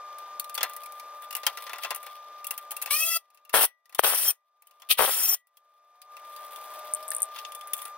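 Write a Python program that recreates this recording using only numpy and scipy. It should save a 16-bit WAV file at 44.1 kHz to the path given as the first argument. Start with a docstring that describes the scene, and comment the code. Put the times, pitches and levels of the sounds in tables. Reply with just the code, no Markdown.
"""Impact wrench in a workshop

A cordless impact wrench fires short bursts at bolts on a car's suspension: noise gated by each blow, plus whining sines.
Dull overload pops chirp during the bursts. Between them steel parts clank and tick (noise puffs into ringing modes),
hands shuffle, and a lifted joint slips. Hum, shop noise and a faint far whistle lie behind; hum, noise and shuffle
sink under the bursts and creep back. All of it runs fast and high, and reaches two microphone ports with their own
level and phase differences."""
import sys
import numpy as np
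from scipy import signal
from scipy.fft import rfft, irfft, next_fast_len
from scipy.io import wavfile

SR = 44100
rng = np.random.default_rng(int(sys.argv[2]) if len(sys.argv) > 2 else 0)


def generate_wav(signal):
    """Clip the signal to [-1, 1] and save it as 16-bit WAV at the path in sys.argv[1]."""
    frames = np.transpose(np.atleast_2d(signal))
    scaled = np.clip(frames, -1, 1) * 32767
    pcm = np.round(scaled).astype(np.int16)
    wavfile.write(sys.argv[1], SR, pcm)


N = 351477   # samples
FFT = next_fast_len(N + 4096)   # samples

# How far the background is down under the bursts. Each row: time in seconds, level in dB.
BACKGROUND = [(0, 0), (2.96, -4), (3.12, -16), (3.27, -24), (3.42, -21), (3.56, -13), (3.72, -32),
              (3.82, -33.5), (3.94, -18.5), (4.02, -22), (4.18, -30), (4.46, -31.5), (4.56, -27.5),
              (4.9, -13.5), (5.1, -35), (5.46, -34), (5.62, -22.5), (5.99, -17), (6.15, -5.5), (6.4, -1.5),
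              (6.7, -0.5), (7.97, -1.5)]
# Parts knocked and set down. Each row: start in seconds, relative level of the high, low and middle bands in dB,
# ring of the middle band in Hz.
CLANKS = [(0.184, -35.5, -57, -47.5, 1720), (.3965, -15.5, -66, -36, 4450), (.443, -32, -60, -45.5, 4270),
          (0.495, -31, -52, -43, 1730), (0.543, -23.5, -54, -51, 4660), (0.55, -20, -49, -39, 4650),
          (0.5772, -23.5, -33, -27.5, 3440), (0.6082, -33, -33.5, -30, 3450), (.63, -11, -27.5, -22, 2000),
          (.696, -31, -48, -60, 1630), (0.734, -31, -56, -52, 2400), (.764, -27, -56, -47, 1950),
          (.8345, -33, -72, -47, 2650), (.859, -32, -61, -46.5, 2400), (.921, -35, -57, -51, 2410),
          (0.997, -34.5, -61.5, -42.5, 2390), (1.2216, -36.5, -51.5, -55, 3640),
          (1.307, -27.5, -48, -37.5, 2820), (1.3264, -28, -49, -38, 2840), (1.3508, -17, -43, -31, 2900),
          (1.3663, -23.5, -46, -42.5, 2760), (1.4326, -38, -39.5, -35.5, 1970),
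          (1.4656, -9.5, -27, -16.5, 3214), (1.5723, -29, -38.5, -34.5, 1980), (1.622, -32, -47, -48, 2680),
          (1.667, -38, -39, -39, 1900), (1.6945, -34.5, -39.5, -40, 1890), (1.732, -30, -36.5, -38.5, 2660),
          (1.758, -51, -50, -44, 2780), (1.7833, -32, -42.5, -43, 2210), (1.8342, -24.5, -41, -32, 3300),
          (1.8464, -30, -32.5, -32, 2670), (1.9061, -19.5, -29.5, -28, 2780), (1.947, -22, -52, -43, 2810),
          (1.9603, -24.5, -50, -51, 2780), (2.0293, -31, -47, -55, 2420), (2.0642, -31.5, -42.5, -46, 2060),
          (2.4438, -26, -63, -40.5, 2780), (2.4683, -19, -52, -46, 3450), (2.5077, -15, -42, -32.5, 2760),
          (2.5775, -21.5, -47, -41, 3200), (2.708, -22.5, -54, -42, 3120), (2.7154, -20.5, -47, -46, 3120),
          (2.7656, -21.5, -54, -41, 2730), (2.816, -24, -54, -39, 2620), (2.8226, -17, -45, -39, 2660),
          (2.8594, -23.5, -43, -35, 2690), (2.8736, -47, -44, -43, 2774), (3.3024, -54.5, -73, -64.5, 2700),
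          (3.3458, -47, -74, -64, 2760), (3.3734, -53.5, -70.5, -58, 2690), (3.45, -45.5, -68, -56.5, 2820),
          (3.494, -35, -54.5, -43, 2746), (3.856, -52.5, -75, -58.5, 1940), (3.8945, -46, -63, -59.5, 2620),
          (3.925, -44.5, -58, -52.5, 1960), (3.9474, -23, -50, -37.5, 3570),
          (4.6214, -45.5, -68, -61.5, 2650), (4.6703, -42, -69, -61, 3100), (4.71, -49.5, -72, -58, 2870),
          (4.799, -49.5, -76.5, -60, 3210), (4.8194, -42, -55, -47, 3390), (5.47, -54, -79.5, -74.5, 5670),
          (5.5702, -43, -75.5, -57.5, 3320), (6.0167, -36.5, -64, -49, 4930),
          (6.167, -39.5, -56, -45.5, 2710), (6.3624, -36, -66, -46, 4740),
          (6.5595, -32.5, -60, -44.5, 3550), (7.0264, -25, -64, -49, 5180), (7.1154, -12, -45, -36, 1810),
          (7.361, -39, -45.5, -41.5, 3450), (7.3868, -26, -54, -36, 3450), (7.4488, -45.5, -54, -35, 3570),
          (7.5196, -23, -59, -43.5, 3600), (7.5483, -16, -63, -45.5, 3520), (7.61, -28, -57, -44.5, 3460),
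          (7.672, -20, -53, -62, 1610), (7.7333, -4, -50.5, -32, 3600), (7.789, -36, -54, -43, 3510),
          (7.8176, -15.5, -50, -45.5, 3600), (7.852, -18.5, -47.5, -44, 1570)]


def amp(db):
    """dB to gain."""
    return 10 ** (np.asarray(db) / 20)


def rms_one(x):
    """Scale to rms 1."""
    return x / np.sqrt(np.mean(x ** 2) + 1e-20)


def in_time(rows):
    """Columns of a curve, interpolated to every sample."""
    s, *columns = np.transpose(rows)
    return [np.interp(np.arange(N) / SR, s, c) for c in columns]


def at_hz(points):
    """A table over frequency, interpolated along log frequency onto the FFT grid."""
    hz, value = np.transpose(points)
    grid_hz = np.arange(FFT // 2 + 1) * SR / FFT
    return np.interp(np.log(grid_hz + 1), np.log(hz + 1), value)


def colour(x, spectrum):
    """Shape a signal by a spectrum in dB; rms 1."""
    shaped = rfft(x, FFT) * amp(at_hz(spectrum))
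    return rms_one(irfft(shaped, FFT)[..., :N])


def band_pass(x, lo_hz, hi_hz, order=2):
    """Butterworth band-pass."""
    return signal.sosfilt(signal.butter(order, [lo_hz, hi_hz], "band", fs=SR, output="sos"), x)


def high_pass(x, hz, order):
    """Butterworth high-pass."""
    return signal.sosfilt(signal.butter(order, hz, "high", fs=SR, output="sos"), x)


def ring(x, hz, t60):
    """Two-pole resonator: a unit click sets a sine of height 1 dying by 60 dB in t60 seconds."""
    r, w = amp(-60 / (t60 * SR)), 2 * np.pi * hz / SR
    return signal.lfilter([0, np.sin(w)], [1, -2 * r * np.cos(w), r * r], x + 1e-18)


def drift(rate_hz):
    """Slow random wander, rms 1: white noise through two low-pass poles, warmed up for a second."""
    r = np.exp(-2 * np.pi * rate_hz / SR)
    slow = signal.lfilter([1], [1, -2 * r, r * r], rng.standard_normal(N + SR))
    return rms_one(slow[SR:])


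def noise_pair(apart):
    """White noise for both ports: a shared part, and a part of opposite sign in the two."""
    shared, own = rng.standard_normal((2, N))
    return (shared + apart * own * [[1], [-1]]) / np.sqrt(1 + apart ** 2)


def shop():
    """Steady hum of sines, coloured shop noise and a far gliding whistle; hum and noise follow the background."""
    # The steady hum. Each row: frequency in Hz, relative level in dB.
    hum_lines = [(592.2, -15.5), (1200.5, 2), (1726, -24.5), (2400, -23.5), (3600, -23)]
    # Colour of the shop noise. Each row: frequency in Hz, relative level in dB per Hz.
    shop_spectrum = [(35, -93.5), (60, -67.5), (315, -34.5), (579, -15.5), (1110, -16.5), (1380, -21),
                     (3040, -32), (3900, -30.5), (6000, -30.5), (9000, -42), (16000, -46.5)]
    # A faint far whistle, swelling twice. Each row: time in seconds, pitch in Hz, level in dB.
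    whistle_path = [(5.8, 680, -77), (6.05, 742, -66), (6.2, 780, -65.5), (6.26, 775, -90), (6.5, 615, -89),
                    (6.6, 623, -59.5), (6.906, 608.6, -44), (7.35, 658, -57.5)]
    hum_db, noise_db = -42.5, -52
    swell_s, swell_width_s, swell_db = 6.79, 0.31, 4   # the noise swells near the louder whistle

    t = np.arange(N) / SR
    hum = sum(amp(db + 0.84 * drift(24)) * np.sin(2 * np.pi * hz * t) for hz, db in hum_lines)
    swell = swell_db * np.exp(-((t - swell_s) / swell_width_s) ** 2)
    noise = amp(drift(11) + swell) * colour(noise_pair(apart=0.088), shop_spectrum)
    fade_in, fade_out = (5.7, whistle_path[0][1], -90), (7.45, whistle_path[-1][1], -90)
    hz, db = in_time([fade_in, *whistle_path, fade_out])
    whistle = amp(db) * np.sin(2 * np.pi * np.cumsum(hz) / SR)
    sunk = amp(in_time(BACKGROUND)[0])
    return sunk * (amp(hum_db) * hum + amp(noise_db) * noise) + whistle


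def shuffle():
    """Clumped, uneven ticks of grit over a soft rub; loose parts rattle on in the same grit after each knock."""
    # Hands and sleeves over the parts. Each row: time in seconds, relative level of the high and middle bands in dB.
    shuffle_path = [(0, -69, -64.5), (1.25, -63.5, -65), (1.65, -54.5, -56), (2.2, -62.5, -58),
                    (2.86, -63, -59), (6.1, -62, -62.5), (6.55, -51, -55), (7.28, -58, -56.5),
                    (7.39, -49, -45), (7.5, -61, -68), (7.95, -95, -63)]
    after_db, after_s = -38, 0.063   # after-rattle: relative level, decay time constant

    high_db, middle_db = in_time(shuffle_path)
    ticks_per_s = 900 * amp(5.0 * drift(20))
    tick_size = amp(4.0 * np.minimum(rng.exponential(1, N), 4))
    ticks = (rng.random(N) < ticks_per_s / SR) * tick_size
    rub_and_ticks = 1 + signal.lfilter([1], [1, -.985], ticks)
    grit = rub_and_ticks * noise_pair(apart=0.37)
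    high = rms_one(band_pass(grit, 8100, 17000) + .6 * band_pass(grit, 6900, 10200, order=1))
    # the arm's tube colours the middle
    middle = rms_one(band_pass(grit, 1800, 6500) + 1.5 * band_pass(grit, 3300, 3650, order=1))

    knocks = np.zeros((2, N))
    for s, knock_db, _, knock_middle_db, _ in CLANKS:
        knocks[:, round(s * SR)] = amp([knock_db, knock_middle_db + 10])
    r = np.exp(-1 / (after_s * SR))
    after = amp(after_db) * signal.lfilter([1], [1, -r], knocks + 1e-18)
    sunk = amp(in_time(BACKGROUND)[0])
    high_level = sunk * amp(high_db + 2.0) + after[0]
    middle_level = sunk * amp(middle_db) + after[1]
    return high_level * high + middle_level * middle


def clanks():
    """A sharp crack and a dying puff of noise in three bands; each blow rings the steel's modes unevenly."""
    # Modes of the steel parts. Each row: frequency in Hz, relative level in dB, time to fall 60 dB in seconds.
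    steel_modes = [(890, -11.5, 0.072), (1057, -6.5, 0.15), (1377, -3.5, 0.068), (1980, -8.5, 0.11),
                   (2740, -10.5, 0.067), (3500, -11.5, 0.16), (4200, -10, .04), (5650, -16.5, .05)]
    puff_t60_s, crack_s = 0.052, 0.0031   # the low band falls about half as fast as the puff
    arm_from_s = 6.9

    low_level, high_level = np.full((2, N), 1e-18)
    middle, blow = np.zeros((2, N)), np.zeros(N, int)
    t, grit = np.arange(SR // 10) / SR, noise_pair(apart=1.0)
    crack, fall = np.exp(-t / crack_s), amp(-60 * t / puff_t60_s)
    for k, (s, high_db, low_db, middle_db, hz) in enumerate(CLANKS):
        i = round(s * SR)
        now = slice(i, i + len(t))
        blow[i:] = k
        low_level[now] += amp(low_db + 11) * fall ** 0.51 * (1 - np.exp(-t / 0.0008))
        high_level[now] += amp(high_db - 8) * (fall + 1.3 * crack) * (1 - np.exp(-t / 0.00028))
        puff = (fall + 0.42 * crack) * (1 - np.exp(-t / 0.0003)) * grit[:, now]
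        middle[:, now] += amp(middle_db + 3.5) * (1.1 * puff + 0.084 * ring(puff, hz, t60=0.022))
    middle = band_pass(middle, 2200, 6300)
    low = low_level * noise_pair(apart=0.16)
    high = high_level * noise_pair(apart=0.19)

    # each blow draws its own gain for every mode
    uneven = amp(3.2 * rng.standard_normal((len(CLANKS), len(steel_modes))))[blow].T
    strike = low + .6 * middle
    steel = sum(amp(db - 38) * ring(share * strike, hz, t60)
                for share, (hz, db, t60) in zip(uneven, steel_modes))
    # the heavy arm rings near 10 kHz with little else in the top
    airy = np.where(np.arange(N) < arm_from_s * SR, 1, .25)
    bright = airy * band_pass(high, 8900, 18000) + 1.3 * band_pass(high, 9900, 10030, order=1)
    return high_pass(band_pass(low, 540, 2500) + middle + bright + steel, 350, order=3)


def thumps():
    """A bump reaches the ports as a short push or ping: one quickly damped sine."""
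    # Bumps. Each row: start in seconds, level in dB, tone in Hz, decay time constant in seconds.
    bumps = [(2.714, -65, 110, .0041), (2.918, -47.5, 110, 0.0037), (7.1163, -26, 1770, 0.0029),
             (7.733, -41, 110, 0.0018)]
    out, t = np.zeros(N), np.arange(SR // 10) / SR
    for s, db, hz, decay in bumps:
        envelope = (1 - np.exp(-t / 0.00067)) * np.exp(-t / decay)
        out[round(s * SR):][:len(t)] += amp(db) * envelope * np.sin(2 * np.pi * hz * t)
    return out


def trigger():
    """Blow rate and five levels: a burst spins up, bites, settles, and stops with a short tail."""
    # Trigger pulls. Each row: start, stop and attack in seconds, first and full blows per second,
    # bright rattle in relative dB and its climb in dB per second, socket chatter and body rattle in relative dB,
    # settling time constant in seconds, free and loaded whine in relative dB.
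    bursts = np.array([(2.903, 3.172, 0.0056, 548, 666, -28, -11, -31, -39, 0.047, -39.5, -52),
                       (3.529, 3.653, 0.015, 648, 710, -27.5, 26, -27, -24.5, .18, -50, -48.5),
                       (3.982, 3.995, 0.011, 630, 630, -30, 2.5, -29, -29, 0.049, -42.5, -51.5),
                       (4.026, 4.31, .013, 646, 655, -30, 11, -28, -26.5, 0.1, -53.5, -47),
                       (4.889, 4.926, .022, 632, 638, -24, 1.5, -19, -37.5, 0.062, -44, -40),
                       (4.972, 5.346, .016, 645, 655, -31, 3.5, -28, -29, 0.14, -56, -47)])
    # Times in seconds when the nut seats; the motor labours until the trigger is let go.
    seats_s = [4.225, 5.21]
    spin_up_s, attack_from_db = .062, -22.5
    # changes over the settling time, in dB
    bite_db, chatter_settles_db, body_settles_db, load_builds_db = 7.5, 16.5, 16.5, 9.5
    stop_db_per_s, tail_db, tail_db_per_s = 1498.5, -15, 649
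    low_tail_db, low_tail_db_per_s = -8, 549.5   # chatter and body rattle linger in the room
    seat_sag_per_s, seat_sag_s, seat_whine_db = 22, .03, 4.5   # blows per s lost, time constant, whine gain

    t = np.arange(N) / SR
    row = bursts[np.maximum(np.searchsorted(bursts[:, 0], t) - 1, 0)].T   # the latest pull at each sample
    start, stop, attack, from_rate, rate, bright, climb, chatter, body, settling, free, loaded = row
    age, after = np.clip(t - start, 0, stop - start), np.maximum(t - stop, 0)
    fresh = np.exp(-np.maximum(age - attack, 0) / settling)
    edge = attack_from_db * np.clip(1 - age / attack, 0, 1) - 200 * (t < start)
    short, lingering = [tail_db, tail_db_per_s], [low_tail_db, low_tail_db_per_s]
    tail = np.array([short, lingering, lingering, short, short])
    dying = np.minimum(tail[:, :1] - tail[:, 1:] * after, 0)
    edge = edge + np.maximum(-stop_db_per_s * after, dying)
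    seated = sum((start < s) * (stop > s) * (1 - np.exp(-np.maximum(t - s, 0) / seat_sag_s)) for s in seats_s)
    levels = [bright + bite_db * fresh + climb * age,
              chatter - chatter_settles_db * (1 - fresh),
              body - body_settles_db * (1 - fresh),
              free,
              loaded - load_builds_db * fresh + seat_whine_db * seated]
    per_s = rate + (from_rate - rate) * np.exp(-age / spin_up_s) - seat_sag_per_s * seated
    return per_s, *(edge + np.array(levels))


def whine(turns, orders):
    """Sines at multiples of the blow rate, swelling and fading by five shared drifts."""
    waver = [drift(25) for _ in range(5)]
    out = 0
    for k, (multiple, db) in enumerate(orders):
        tone = np.sin(2 * np.pi * (multiple * turns + rng.random()))
        out = out + amp(db + 5.0 * waver[k % 5]) * tone
    return out


def wrench():
    """Each hammer blow gates a rattle that rings the socket; the even part of the blows sounds as a whine."""
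    # Colours of bright rattle, socket chatter and body rattle. Each row: frequency in Hz, relative dB per Hz.
    bright_spectrum = [(3500, -43.5), (4500, -10), (5800, -7), (7000, -18.5), (8300, -4), (9300, 2.5),
                       (12000, 0), (15500, 0)]
    chatter_spectrum = [(1500, -41), (2200, -9), (2700, -1.5), (2900, -4), (3150, 0.5), (3600, -3.5),
                        (4500, -9.5), (7000, -41)]
    body_spectrum = [(60, -44), (150, -40.5), (300, -27.5), (530, -6.5), (1000, -3), (1900, -4.5),
                     (3000, -15), (6000, -37.5)]
    # Modes of the socket. Each row: frequency in Hz, relative level in dB, time to fall 60 dB in seconds.
    socket_modes = [(1955, 2, 0.33), (3180, -5, 0.14), (5800, -3.5, 0.15), (6374, -14.5, .18),
                    (9600, -4, 0.13)]
    # Whine with the nut running free, then tight. Each row: multiple of the blow rate, relative level in dB.
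    free_orders = [(1, -11.5), (2, -3), (3, -9), (4, 1), (5, -0.5), (6, -13.5), (7, -4), (8, -3), (9, -7.5),
                   (10, -2.5), (13, -12), (14, -6), (17, -5), (18, -4), (19, -0.5), (20, -8), (23, -2.5)]
    loaded_orders = [(5, -5), (8, 0.5), (9, 4), (11, 6), (14, 3), (16, -1.5), (19, -0.5), (22, 10.5),
                     (24, 3)]

    per_s, bright_db, chatter_db, body_db, free_db, loaded_db = trigger()
    turns = np.cumsum(per_s * (1 + .0015 * drift(60) + .003 * drift(9))) / SR   # blows so far
    gate = .5 + np.exp(-3.0 * (turns % 1))
    strength = amp(rng.standard_normal(int(turns[-1]) + 1))[turns.astype(int)]   # one draw per blow
    bright = colour(gate * strength * noise_pair(apart=0.74), bright_spectrum)
    bright = amp(bright_db + 2.0 + 1.4 * drift(40)) * bright
    chatter = colour(strength * noise_pair(apart=0.87), chatter_spectrum)
    chatter = amp(chatter_db - 0.5 + 2.0 * drift(70)) * chatter
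    body = amp(body_db - 2.5 + 2.0 * drift(55)) * colour(noise_pair(apart=.2), body_spectrum)
    tones = amp(free_db + 3.5) * whine(turns, free_orders) + amp(loaded_db + 4.5) * whine(turns, loaded_orders)
    rattle = bright + chatter + body
    socket = sum(amp(db - 56.5) * ring(rattle, hz, t60) for hz, db, t60 in socket_modes)
    return rattle + tones + socket


def pops():
    """A steep high-pass smears each overload pop into a short falling chirp; a little rumble leaks through."""
    # Runs of dull overload pops during the bursts. Each row: start, length and gap in seconds,
    # relative level of the first pop in dB, loss in dB per second.
    runs = [(3.54, .108, 0.0089, -14, 89.5), (3.993, .002, 0.0038, -8.5, 1),
            (4.036, .055, 0.0073, -17.5, 153), (4.124, .03, .011, -24, 254), (4.993, .058, .0043, -14, 101),
            (5.078, .017, 0.0036, -23, 102.5)]
    gap_jitter, spread_db = .2, 4   # share of a gap; most a pop's level strays

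    clicks = np.full(N, 1e-18)
    for s, length, gap, db, loss in runs:
        shift, size, sign = rng.standard_normal((20, 3)).T
        for k, age in enumerate(np.arange(0, length, gap)):
            late = (k > 0) * gap_jitter * gap * shift[k]   # the first pop is on time
            level_db = db + 26.5 - loss * age + spread_db * np.tanh(size[k])
            clicks[round((s + age + late) * SR)] = amp(level_db) * np.sign(sign[k])
    chirp = high_pass(clicks, 450, order=6)
    dull = signal.butter(3, 1250, fs=SR, output="sos")
    return signal.sosfilt(dull, chirp + amp(-22) * clicks)


def slips():
    """Each slip is a snap of grit in a broad high resonance, with a weaker overtone and a short after-rattle."""
    # The suspension arm's joint slips as it is lifted. Each row: start in seconds, relative peak in dB.
    joint_slips = [(6.9369, -11), (6.948, -14.5), (7.0804, -20.5), (7.086, -20), (7.1046, -14),
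                   (7.1343, -24), (7.1487, -14), (7.1652, -16.5), (7.1828, -24.5), (7.204, -20),
                   (7.2197, -7.5), (7.23, -9), (7.2547, -34.5)]
    centre_hz, spread_hz = 9200, 140

    out, t = np.zeros(N), np.arange(SR // 25) / SR
    for s, db in joint_slips:
        hz = centre_hz + spread_hz * rng.standard_normal()
        snap_and_rattle = np.exp(-t / 0.00057) + 0.22 * np.exp(-t / 0.0061)
        grit = snap_and_rattle * rng.standard_normal(len(t))
        overtone = .4 * ring(grit, 1.28 * hz, t60=.003)
        tick = ring(grit, hz, t60=.0035) + overtone + .05 * np.diff(grit, prepend=0)
        out[round(s * SR):][:len(t)] += amp(db + 1) * tick / np.abs(tick).max()
    return amp(1.5) * band_pass(out, 7460, 11500)


def ports(x, left_db, lead):
    """Level and phase step between the two microphone ports, half given to each."""
    step = amp(at_hz(left_db) / 2) * np.exp(.5j * at_hz(lead))
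    return irfft(rfft(x, FFT) * np.array([step, 1 / step]), FFT)[:, :N]


def scene():
    """Near work and the far shop, each with its own differences between the two ports."""
    # Level step for work near the ports, then for the shop. Each row: frequency in Hz, left minus right in dB.
    near_left_db = [(250, 1.5), (1000, 1.5), (2500, 4), (5500, 5), (11000, 4)]
    far_left_db = [(60, -0.5), (240, -1), (950, 2.0), (3770, 2.0), (15000, -1.5)]
    # Phase step for near work, then for the shop. Each row: frequency in Hz, lead of the left in radians.
    near_lead = [(10, 0), (3270, .6), (4600, 2.2), (6200, 2.2), (7200, 3.1), (8900, 5.2), (16500, 5.2)]
    far_lead = [(10, 0), (3400, -.2), (3900, -1.9), (8100, -2.2), (8900, -5.2), (16500, -5.2)]
    pop_left_db = 13   # left minus right, ahead of the near step

    background = ports(shop(), far_left_db, far_lead)
    parts = shuffle() + clanks() + thumps()
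    tool = wrench() + pops() * amp([[pop_left_db / 2], [-pop_left_db / 2]])
    return background + ports(parts + tool + slips(), near_left_db, near_lead)


def record(dry):
    """The top is cut in two steps: at least 30 dB from the first edge up, 60 dB more from the second."""
    edge_hz = 15950
    first_cut = signal.sosfilt(signal.cheby2(16, 30, edge_hz, fs=SR, output="sos"), dry)
    return signal.sosfilt(signal.cheby2(16, 60, edge_hz + 1000, fs=SR, output="sos"), first_cut)


dry = scene()
out = record(dry)
generate_wav(out)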